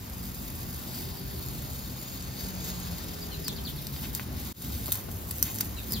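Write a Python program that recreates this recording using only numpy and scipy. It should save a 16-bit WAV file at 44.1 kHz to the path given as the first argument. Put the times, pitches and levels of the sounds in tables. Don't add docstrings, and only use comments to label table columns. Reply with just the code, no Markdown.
import sys
import numpy as np
from scipy import signal
from scipy.fft import rfft, irfft, next_fast_len
from scipy.io import wavfile
from scipy.ndimage import uniform_filter1d, minimum_filter1d

SR = 44100
rng = np.random.default_rng(int(sys.argv[2]) if len(sys.argv) > 2 else 0)


def waveform_to_disk(signal):
    frames = np.transpose(np.atleast_2d(signal))
    scaled = np.clip(frames, -1, 1) * 32767
    samples = np.round(scaled).astype(np.int16)
    wavfile.write(sys.argv[1], SR, samples)


def invert_db(x):
    u = np.asarray(x, float) / 20
    return 10 ** u


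N = 264600


def evened(x):
    return x / np.sqrt(np.mean(x ** 2) + 1e-20)


def slow(size):
    smooth = uniform_filter1d(rng.standard_normal(N), size=size)
    return evened(uniform_filter1d(smooth, size=size))


def read(points, hz):
    f, value = np.transpose(points)
    return np.interp(np.log(hz + 1), np.log(f + 1), value)


def curves(rows, t):
    s, *columns = np.transpose(rows)
    return [np.interp(t, s, c) for c in columns]


def add(mix, s, sound):
    part = mix[round(s * SR):][:len(sound)]
    part += sound[:len(part)]


def coloured(x, gain):
    size = next_fast_len(x.shape[-1])
    spectrum = rfft(x, size) * gain(np.fft.rfftfreq(size, 1 / SR))
    return irfft(spectrum, size)[..., :x.shape[-1]]


def ring(modes):
    return lambda hz: sum(invert_db(db) * 1j * hz * w / (f ** 2 - hz ** 2 + 1j * hz * w) for f, w, db in modes)


def tone(x, rows, width_hz):
    hz, db = curves(rows, np.arange(N) / SR)
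    turn = np.exp(2j * np.pi * np.cumsum(hz) / SR)
    r = np.exp(-np.pi * width_hz / SR)
    smooth = signal.lfilter([1], np.convolve([1, -r], [1, -r]), x / turn)
    return invert_db(db) * evened((turn * smooth).real)


# f/Hz, left lead/rad
PORT_PHASE = [(300, 1), (2000, 1), (5000, 1), (5700, -1.4), (7000, -1.76), (8500, -3), (10000, -3.5),
              (12000, -5.5), (13500, -6.5), (17000, -5)]
# f/Hz, left over right/dB
PORT_TILT = [(300, 16), (2500, 3.5), (5000, 3.5), (8000, 1), (16000, -0.5)]


def ports(x):
    half = lambda hz: np.exp(.5j * read(PORT_PHASE, hz)) * invert_db(read(PORT_TILT, hz) / 2)
    return np.array([coloured(x, half), coloured(x, lambda hz: 1 / half(hz))])


def echoes(x, t60, start, top_hz):
    t = np.arange(SR // 4) / SR
    taps = rng.choice([-1., 1.], (2, len(t))) * (rng.random((2, len(t))) < .06) * (t > start)
    taps *= invert_db(-60 * t / t60)
    taps = coloured(taps / np.linalg.norm(taps[0]), lambda hz: 1 / (1 + (hz / top_hz) ** 6))
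    return signal.fftconvolve(x[None], taps, axes=1)[:, :N]


# t/s, pull as glue fizz/dB, tension ringing the strip/dB, twist favouring its upper ring/dB
PULL = [(0.0, -52.5, -7.5, 5), (0.25, -46, -7.5, 2), (0.7, -45, -6.5, 1), (1.0, -46, -2.5, -11),
        (1.45, -46, -5, -4), (1.9, -46, -3.5, -2), (2.25, -47, -2, -1), (2.65, -47.5, -0.5, 0.5),
        (3.05, -48, 0.8, -10), (3.5, -49.5, -3, 1.5), (3.85, -47.5, -3, -19), (4.15, -44.5, -5.5, -5),
        (4.5, -45.5, -3, -4), (4.87, -43.5, -5, -4), (5.2, -45, -15, 8.5), (5.5, -40.5, -8.5, 6.5),
        (5.75, -48, -7.5, 3), (6.0, -41.5, -7.5, -4)]
# t/s, level/dB, half length/s
JERKS = [(0.2, 2, .06), (1.005, 3, 0.065), (1.458, 2.5, .07), (1.61, 0, 0.045), (1.7, 1, 0.047),
         (2.29, -3, 0.065), (2.424, 5, .07), (2.692, 5.5, 0.056), (3.237, 2.5, .09), (3.693, 3, 0.028),
         (3.99, 2.5, 0.062), (4.123, -6, .02), (4.167, 4, .03), (4.3, -7.5, .07), (4.623, 4, 0.037),
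         (4.94, 7, 0.038), (4.99, 3, .04), (5.065, -4.5, 0.049), (5.27, -2.5, 0.041), (5.416, -5, 0.017),
         (5.453, 3, .03)]
# f/Hz, level/dB
FIZZ = [(4000, -32), (6500, -23), (8000, -2), (10000, 1), (12000, -2.5), (14000, 3.5), (15600, -2.5),
        (17000, -13.5)]
# f/Hz, width/Hz, level/dB
LOW_RING = [(2500, 3700, -11), (3800, 690, -3), (4700, 1400, -1)]
# f/Hz, width/Hz, level/dB
HIGH_RING = [(6190, 640, -0.5), (6680, 810, -2.5)]
# t/s, f/Hz, level re fizz/dB
LOW_TONE = [(.6, 4900, -20), (.8, 4750, -24), (1.05, 4700, -14), (1.3, 4500, -16), (1.6, 4370, -23),
            (2.4, 4580, -11), (3, 4600, -22), (3.3, 4600, -40)]
# t/s, f/Hz, level re fizz/dB
HIGH_TONE = [(1.2, 6700, -27), (1.5, 6600, -19), (2, 6800, -14), (2.4, 6400, -17), (2.8, 6600, -10),
             (3.3, 6600, -32)]
SNAPS_PER_S, SNAP_SPREAD_DB = 6000, 3
RING_FOLLOWS_JERK = 0.84


def peel():
    t = np.arange(N) / SR
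    fizz_db, tension_db, twist_db = curves(PULL, t)
    jerk_db = sum(db * np.exp(-((t - s) / half) ** 2) for s, db, half in JERKS)
    low_db = tension_db - (1 - RING_FOLLOWS_JERK) * jerk_db
    clumps_db = 1.3 * slow(size=300) + 0.71 * slow(size=2500)

    size = invert_db(SNAP_SPREAD_DB * np.minimum(rng.exponential(1, (2, N)), 5))
    snaps = size * (rng.random((2, N)) < SNAPS_PER_S / SR) * rng.choice([-1., 1.], (2, N))
    tugs = 0.6 * snaps[0] + 0.8 * snaps[1]

    fizz = evened(coloured(snaps[0], lambda hz: invert_db(read(FIZZ, hz))))
    high = evened(coloured(tugs, ring(HIGH_RING)))
    low = evened(coloured(tugs, ring(LOW_RING)))
    rings = invert_db(low_db + twist_db - 6.0) * high + invert_db(low_db - 1.44) * low
    tones = invert_db(3.0 * slow(size=3500)) * tone(tugs, LOW_TONE, width_hz=710)
    tones = tones + tone(tugs, HIGH_TONE, width_hz=460)
    return invert_db(fizz_db + jerk_db + clumps_db) * (tones + invert_db(0.5) * fizz + rings)


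# t/s, level/dB
TRAFFIC = [
    (0.0, -40.5),
    (0.8, -37.5),
    (2.4, -39.5),
    (3.7, -37.5),
    (4.6, -37),
    (5.5, -39),
    (6.0, -35),
]
# f/Hz, level/dB per Hz
RUMBLE = [(22, -44), (38, -14.5), (65, 4), (107, -4), (134, -1.5), (151, -10), (168, -1.5), (205, -6.5),
          (247, -5), (281, -11.5), (332, -12.5), (400, -14.5), (520, -61), (880, -120)]
# f/Hz, level/dB per Hz
WASH = [(250, -28), (420, 0), (600, -1.5), (850, -3), (1300, -7), (2000, -10), (3500, -13), (5300, -11.5),
        (6000, -17), (16000, -17)]
# f/Hz, left-right correlation
SAME = [(30, 1), (60, 0.91), (200, 0.94), (380, 0.43), (700, -0.094), (1290, -0.023), (2380, 0.44),
        (4400, -0.096)]
WASH_DB, WASH_FOLLOWS = -49, 0.14
PASS_S, PASS_HALF_S, PASS_DB = 2.75, 0.42, 2.5


def traffic():
    frames, hz = N // 512 + 5, np.fft.rfftfreq(2048, 1 / SR)
    t = np.arange(frames) * 512 / SR
    rumble_db, = curves(TRAFFIC, t)
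    wash_db = WASH_DB + WASH_FOLLOWS * (rumble_db - rumble_db.mean())
    wash_db = wash_db + PASS_DB * np.exp(-((t - PASS_S) / PASS_HALF_S) ** 2)

    a, b, c, d, patches = rng.standard_normal((frames, 1025, 5)).T
    patches = uniform_filter1d(uniform_filter1d(patches, size=16, axis=0), size=6, axis=1)
    rumble = evened(invert_db(read(RUMBLE, hz)))[:, None]
    wash = evened(invert_db(read(WASH, hz)))[:, None]
    power = (rumble * invert_db(rumble_db - 1.0)) ** 2 + (wash * invert_db(wash_db + 1.5)) ** 2

    same = np.clip(read(SAME, np.minimum(hz, 3000)), -1, 1)[:, None]
    left, other = a + 1j * b, c + 1j * d
    z = np.array([left, same * left + np.sqrt(1 - same ** 2) * other])
    z *= np.sqrt(power) * invert_db(1.32 * evened(patches))
    return signal.istft(z, nperseg=2048, noverlap=1536)[1][:, :N] * invert_db([[-27.6], [-28.4]])


# start/s, end/s, first f/Hz, last f/Hz, level/dB
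ENGINES = [
    (0.18, 2.7, 127, 132.5, -45),
    (3.6, 4.46, 128, 133, -47),
    (2.38, 4.15, 184, 141, -42.5),
    (3.12, 3.7, 413, 389, -48.5),
    (1.025, 1.5, 392, 388, -50),
    (4.68, 6.14, 100, 103, -45),
]
THROB_DB = 1.45
LEAD_RAD, LEAD_RAD_PER_KHZ = 0.17, 1.54


def drone(start, end, first_hz, last_hz, db):
    t = np.arange(N) / SR
    u = np.clip((t - start) / (end - start), 0, 1)
    hz = first_hz + (last_hz - first_hz) * (1 - np.cos(np.pi * u)) / 2
    on = np.clip(np.minimum(t - start, end - t) / 0.14 + .5, 0, 1)
    turn = 2 * np.pi * np.cumsum(hz * (1 + 0.00319 * slow(size=4000))) / SR
    lead = LEAD_RAD + LEAD_RAD_PER_KHZ * first_hz / 1000
    level = np.sqrt(2) * invert_db(db + THROB_DB * slow(size=5000))
    return level * on * np.cos([turn + lead, turn - lead])


# t/s, peak level/dB, dull part re peak/dB
TICKS = [(0.1828, -35, -16), (0.2563, -36, -25), (1.2675, -41, -16), (1.4264, -35, -21), (1.4632, -31, -19),
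         (1.4867, -31, -15), (2.225, -36, -4), (2.4087, -34, 0), (2.702, -33, 1), (2.8011, -32, -25),
         (2.9208, -37, -41), (3.4471, -32, -25), (3.4823, -29.5, 9), (3.6998, -33, -25), (3.8166, -36, -22),
         (3.87, -28, -4.5), (4.1505, -19, -15), (4.6213, -29, -8), (4.8597, -27, -8), (4.882, -30, -10),
         (4.921, -13.5, -27), (4.9256, -16, -16), (5.115, -33, -23), (5.3842, -28, -15),
         (5.4277, -9, -12.5), (5.5867, -27, -4.5), (5.6087, -18, -14), (5.6475, -31, -11),
         (5.9225, -19, -25), (4.8687, -28, -25)]
# t/s, length/s, peak level/dB, dull part re peak/dB
TEARS = [
    (3.476, 0.0039, -38, -10),
    (4.934, .021, -27, -25),
    (5.31, 0.0032, -25.5, -13),
    (5.436, 0.008, -32, -9),
    (5.545, .015, -28, -18),
    (5.608, 0.0042, -21.5, -6.5),
    (5.605, .011, -30, -9),
    (5.932, .007, -24, -15),
]
# f/Hz, level/dB
TICK_COLOUR = [(3000, -31.5), (5500, -19), (8000, -8), (12000, -2.5), (13500, -1.5), (16000, -11),
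               (17000, -34)]
CRACKLES, CRACKLE_DB, CRACKLE_SPREAD_DB, CRACKLE_DULL_DB = 30, -39.5, 5, -18
DULL_HZ, DULL_SPREAD = 5300, 0.13


def ticks():
    out = np.zeros(N)
    torn = [(s + length * k / 2, db, dull_db) for s, length, db, dull_db in TEARS for k in range(3)]
    small = [(when * N / SR, CRACKLE_DB + CRACKLE_SPREAD_DB * size, CRACKLE_DULL_DB + 16 * (dull - .5))
             for when, size, dull in rng.random((CRACKLES, 3))]
    events = TICKS + torn + small

    t = np.maximum(np.arange(-40, 216) / SR, 0)
    shape = (1 - np.exp(-t / 0.00013)) * np.exp(-(t / 0.0008) ** 2)
    bursts = shape * rng.standard_normal((len(events), 256))
    bright = coloured(bursts, lambda hz: invert_db(read(TICK_COLOUR, hz)))
    rings_hz = DULL_HZ * (1 + DULL_SPREAD * rng.uniform(-1, 1, len(events)))
    for (s, db, dull_db), hz, high, burst in zip(events, rings_hz, bright, bursts):
        low = coloured(burst, ring([(hz, 0.4 * hz, 0), (2200, 1800, -14)]))
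        tick = invert_db(-8.5) * evened(high) + invert_db(dull_db - 8.5) * evened(low)
        add(out, max(s - .0014, 0), invert_db(db) * tick)
    return out


# t/s, length/s, start f/Hz, end f/Hz, level/dB
CHIRPS = [(1.165, 0.027, 4800, 4650, -53), (3.208, .03, 4800, 4600, -51), (3.313, 0.041, 4320, 3760, -47.5),
          (3.312, 0.038, 3140, 2550, -53.5), (3.438, 0.071, 5000, 3204, -43.5),
          (3.556, 0.034, 4800, 2900, -48.5), (3.648, 0.039, 4700, 2810, -44),
          (3.763, .035, 4600, 3150, -51.5), (5.762, .044, 4060, 3540, -50.5),
          (5.767, .036, 2900, 2400, -55.5), (5.9, .078, 5120, 3180, -43), (5.92, 0.019, 4880, 4870, -44)]
LONG_S = .06
BEND, LONG_BEND = 1.5, 1.45
FADE_DB_PER_KHZ = 0.5


def sparrows():
    out = np.zeros(N)
    for s, length, start_hz, end_hz, db in CHIRPS:
        u = np.linspace(0, 1, round(length * SR))
        fall = u ** BEND if length < LONG_S else (1 - np.cos(np.pi * u ** LONG_BEND)) / 2
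        pitch = start_hz + (end_hz - start_hz) * fall
        swell = abs(np.sin(np.pi * u)) ** 0.33 * invert_db(FADE_DB_PER_KHZ * (pitch - start_hz) / 1000)
        add(out, s, invert_db(db + 3.5) * swell * np.sin(2 * np.pi * np.cumsum(pitch) / SR))
    out *= 1 + 0.45 * slow(size=55)
    return out * invert_db([[1.5], [-1.5]]) + invert_db(3.0) * echoes(out, t60=0.16, start=0.0024, top_hz=8000)


# t/s, peak level/dB, f/Hz, damping per cycle
KNOCKS = [
    (3.481, -24, 3810, 1.9),
    (3.868, -33, 3990, 1.1),
    (3.964, -27.5, 3690, 1.9),
    (4.1964, -21, 2120, 2),
    (4.881, -36, 1250, .8),
    (4.9203, -25.5, 3800, 0.24),
    (5.427, -31, 4470, 2.1),
    (5.5, -35.5, 950, 2.2),
]


def knocks():
    out, t = np.zeros(N), np.arange(300) / SR
    for s, db, hz, damping in KNOCKS:
        add(out, s, invert_db(db + 5.5) * np.sin(2 * np.pi * hz * t) * np.exp(-t * hz * damping))
    return out


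# t/s, length/s, f/Hz, level/dB
RUSTLES = [
    (4.027, 0.043, 2500, -45),
    (4.196, 0.033, 1500, -53),
    (4.88, .022, 418, -45.5),
    (4.911, 0.12, 800, -53),
    (5.08, .02, 500, -48),
    (5.433, 0.087, 2840, -48),
    (5.431, 0.098, 900, -55.5),
    (5.6, 0.044, 2200, -52),
]


def rustles():
    out = np.zeros(N)
    for s, length, hz, db in RUSTLES:
        u = np.linspace(0, 1, round(length * SR))
        puff = coloured(rng.standard_normal(len(u)), ring([(hz, 1.1 * hz, 0)]))
        add(out, s, invert_db(db + 3.0) * evened(puff) * np.sin(np.pi * u ** 0.81))
    return out


def scene():
    sharp, broad = ticks() + knocks(), peel() + rustles()
    engines = sum(drone(*row) for row in ENGINES)
    spread = broad + invert_db(-1.5) * sharp
    room = invert_db(-5.5) * echoes(spread, t60=0.037, start=.0015, top_hz=13600)
    return ports(sharp + broad) + room + traffic() + invert_db(-1.5) * engines + sparrows()


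SUM_HOLE_LOW_HZ, SUM_HOLE_HIGH_HZ = 7850, 9600
DIFFERENCE_TOP_HZ, TOP_HZ = 12100, 15800
CALM_DB, NO_SNAP_DB = 9, 12.5


def thinned(x):
    hz, t, z = signal.stft(np.array([x[0] + x[1], x[0] - x[1]]) / 2, SR, nperseg=1024)
    treble = uniform_filter1d((np.diff(x, n=2) ** 2).mean(0), size=60)
    jump_db = 10 * np.log10(treble / uniform_filter1d(treble, size=1500) + 1e-9)
    at = np.minimum((t * SR).astype(int), N - 3)
    peak_db = -minimum_filter1d(-jump_db, size=900)[at]
    calm, no_snap = peak_db < CALM_DB, peak_db < NO_SNAP_DB

    step = rng.choice([0, 0, 0, 0, 1, 2], (len(t) // 4 + 1, 3))
    step = np.repeat(step, 4, axis=0)[:len(t)].T
    f = hz[:, None]
    above = f > SUM_HOLE_LOW_HZ + 320 * step[0] - 200
    below = f < SUM_HOLE_HIGH_HZ + 350 * (step[1] > 1)
    z[0] *= 1 - calm * above * below
    z[1] *= 1 - calm * (f > DIFFERENCE_TOP_HZ + 500 * step[2] - 300)
    z *= 1 - no_snap * (f > TOP_HZ)
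    mid, side = signal.istft(z, SR, nperseg=1024)[1][:, :N]
    return np.array([mid + side, mid - side])


def roll_off(x):
    return signal.sosfilt(signal.butter(12, 16820, fs=SR, output="sos"), x)


CUT_S, FADE_OUT_S, FADE_IN_S = 4.53, 0.0078, 0.17


def record(dry):
    t = np.arange(N) / SR
    miked = np.clip(coloured(dry, lambda hz: 1 / np.sqrt(1 + (34 / (hz + 1)) ** 6)), -1, 1)
    fade_out = np.clip((CUT_S - t) / FADE_OUT_S, 0, 1)
    fade_in = np.clip((t - CUT_S) / FADE_IN_S, .005, 1) ** 0.9
    mix = thinned(miked) * np.maximum(fade_out, fade_in)
    return roll_off(mix)


dry = scene()
out = record(dry)
waveform_to_disk(out)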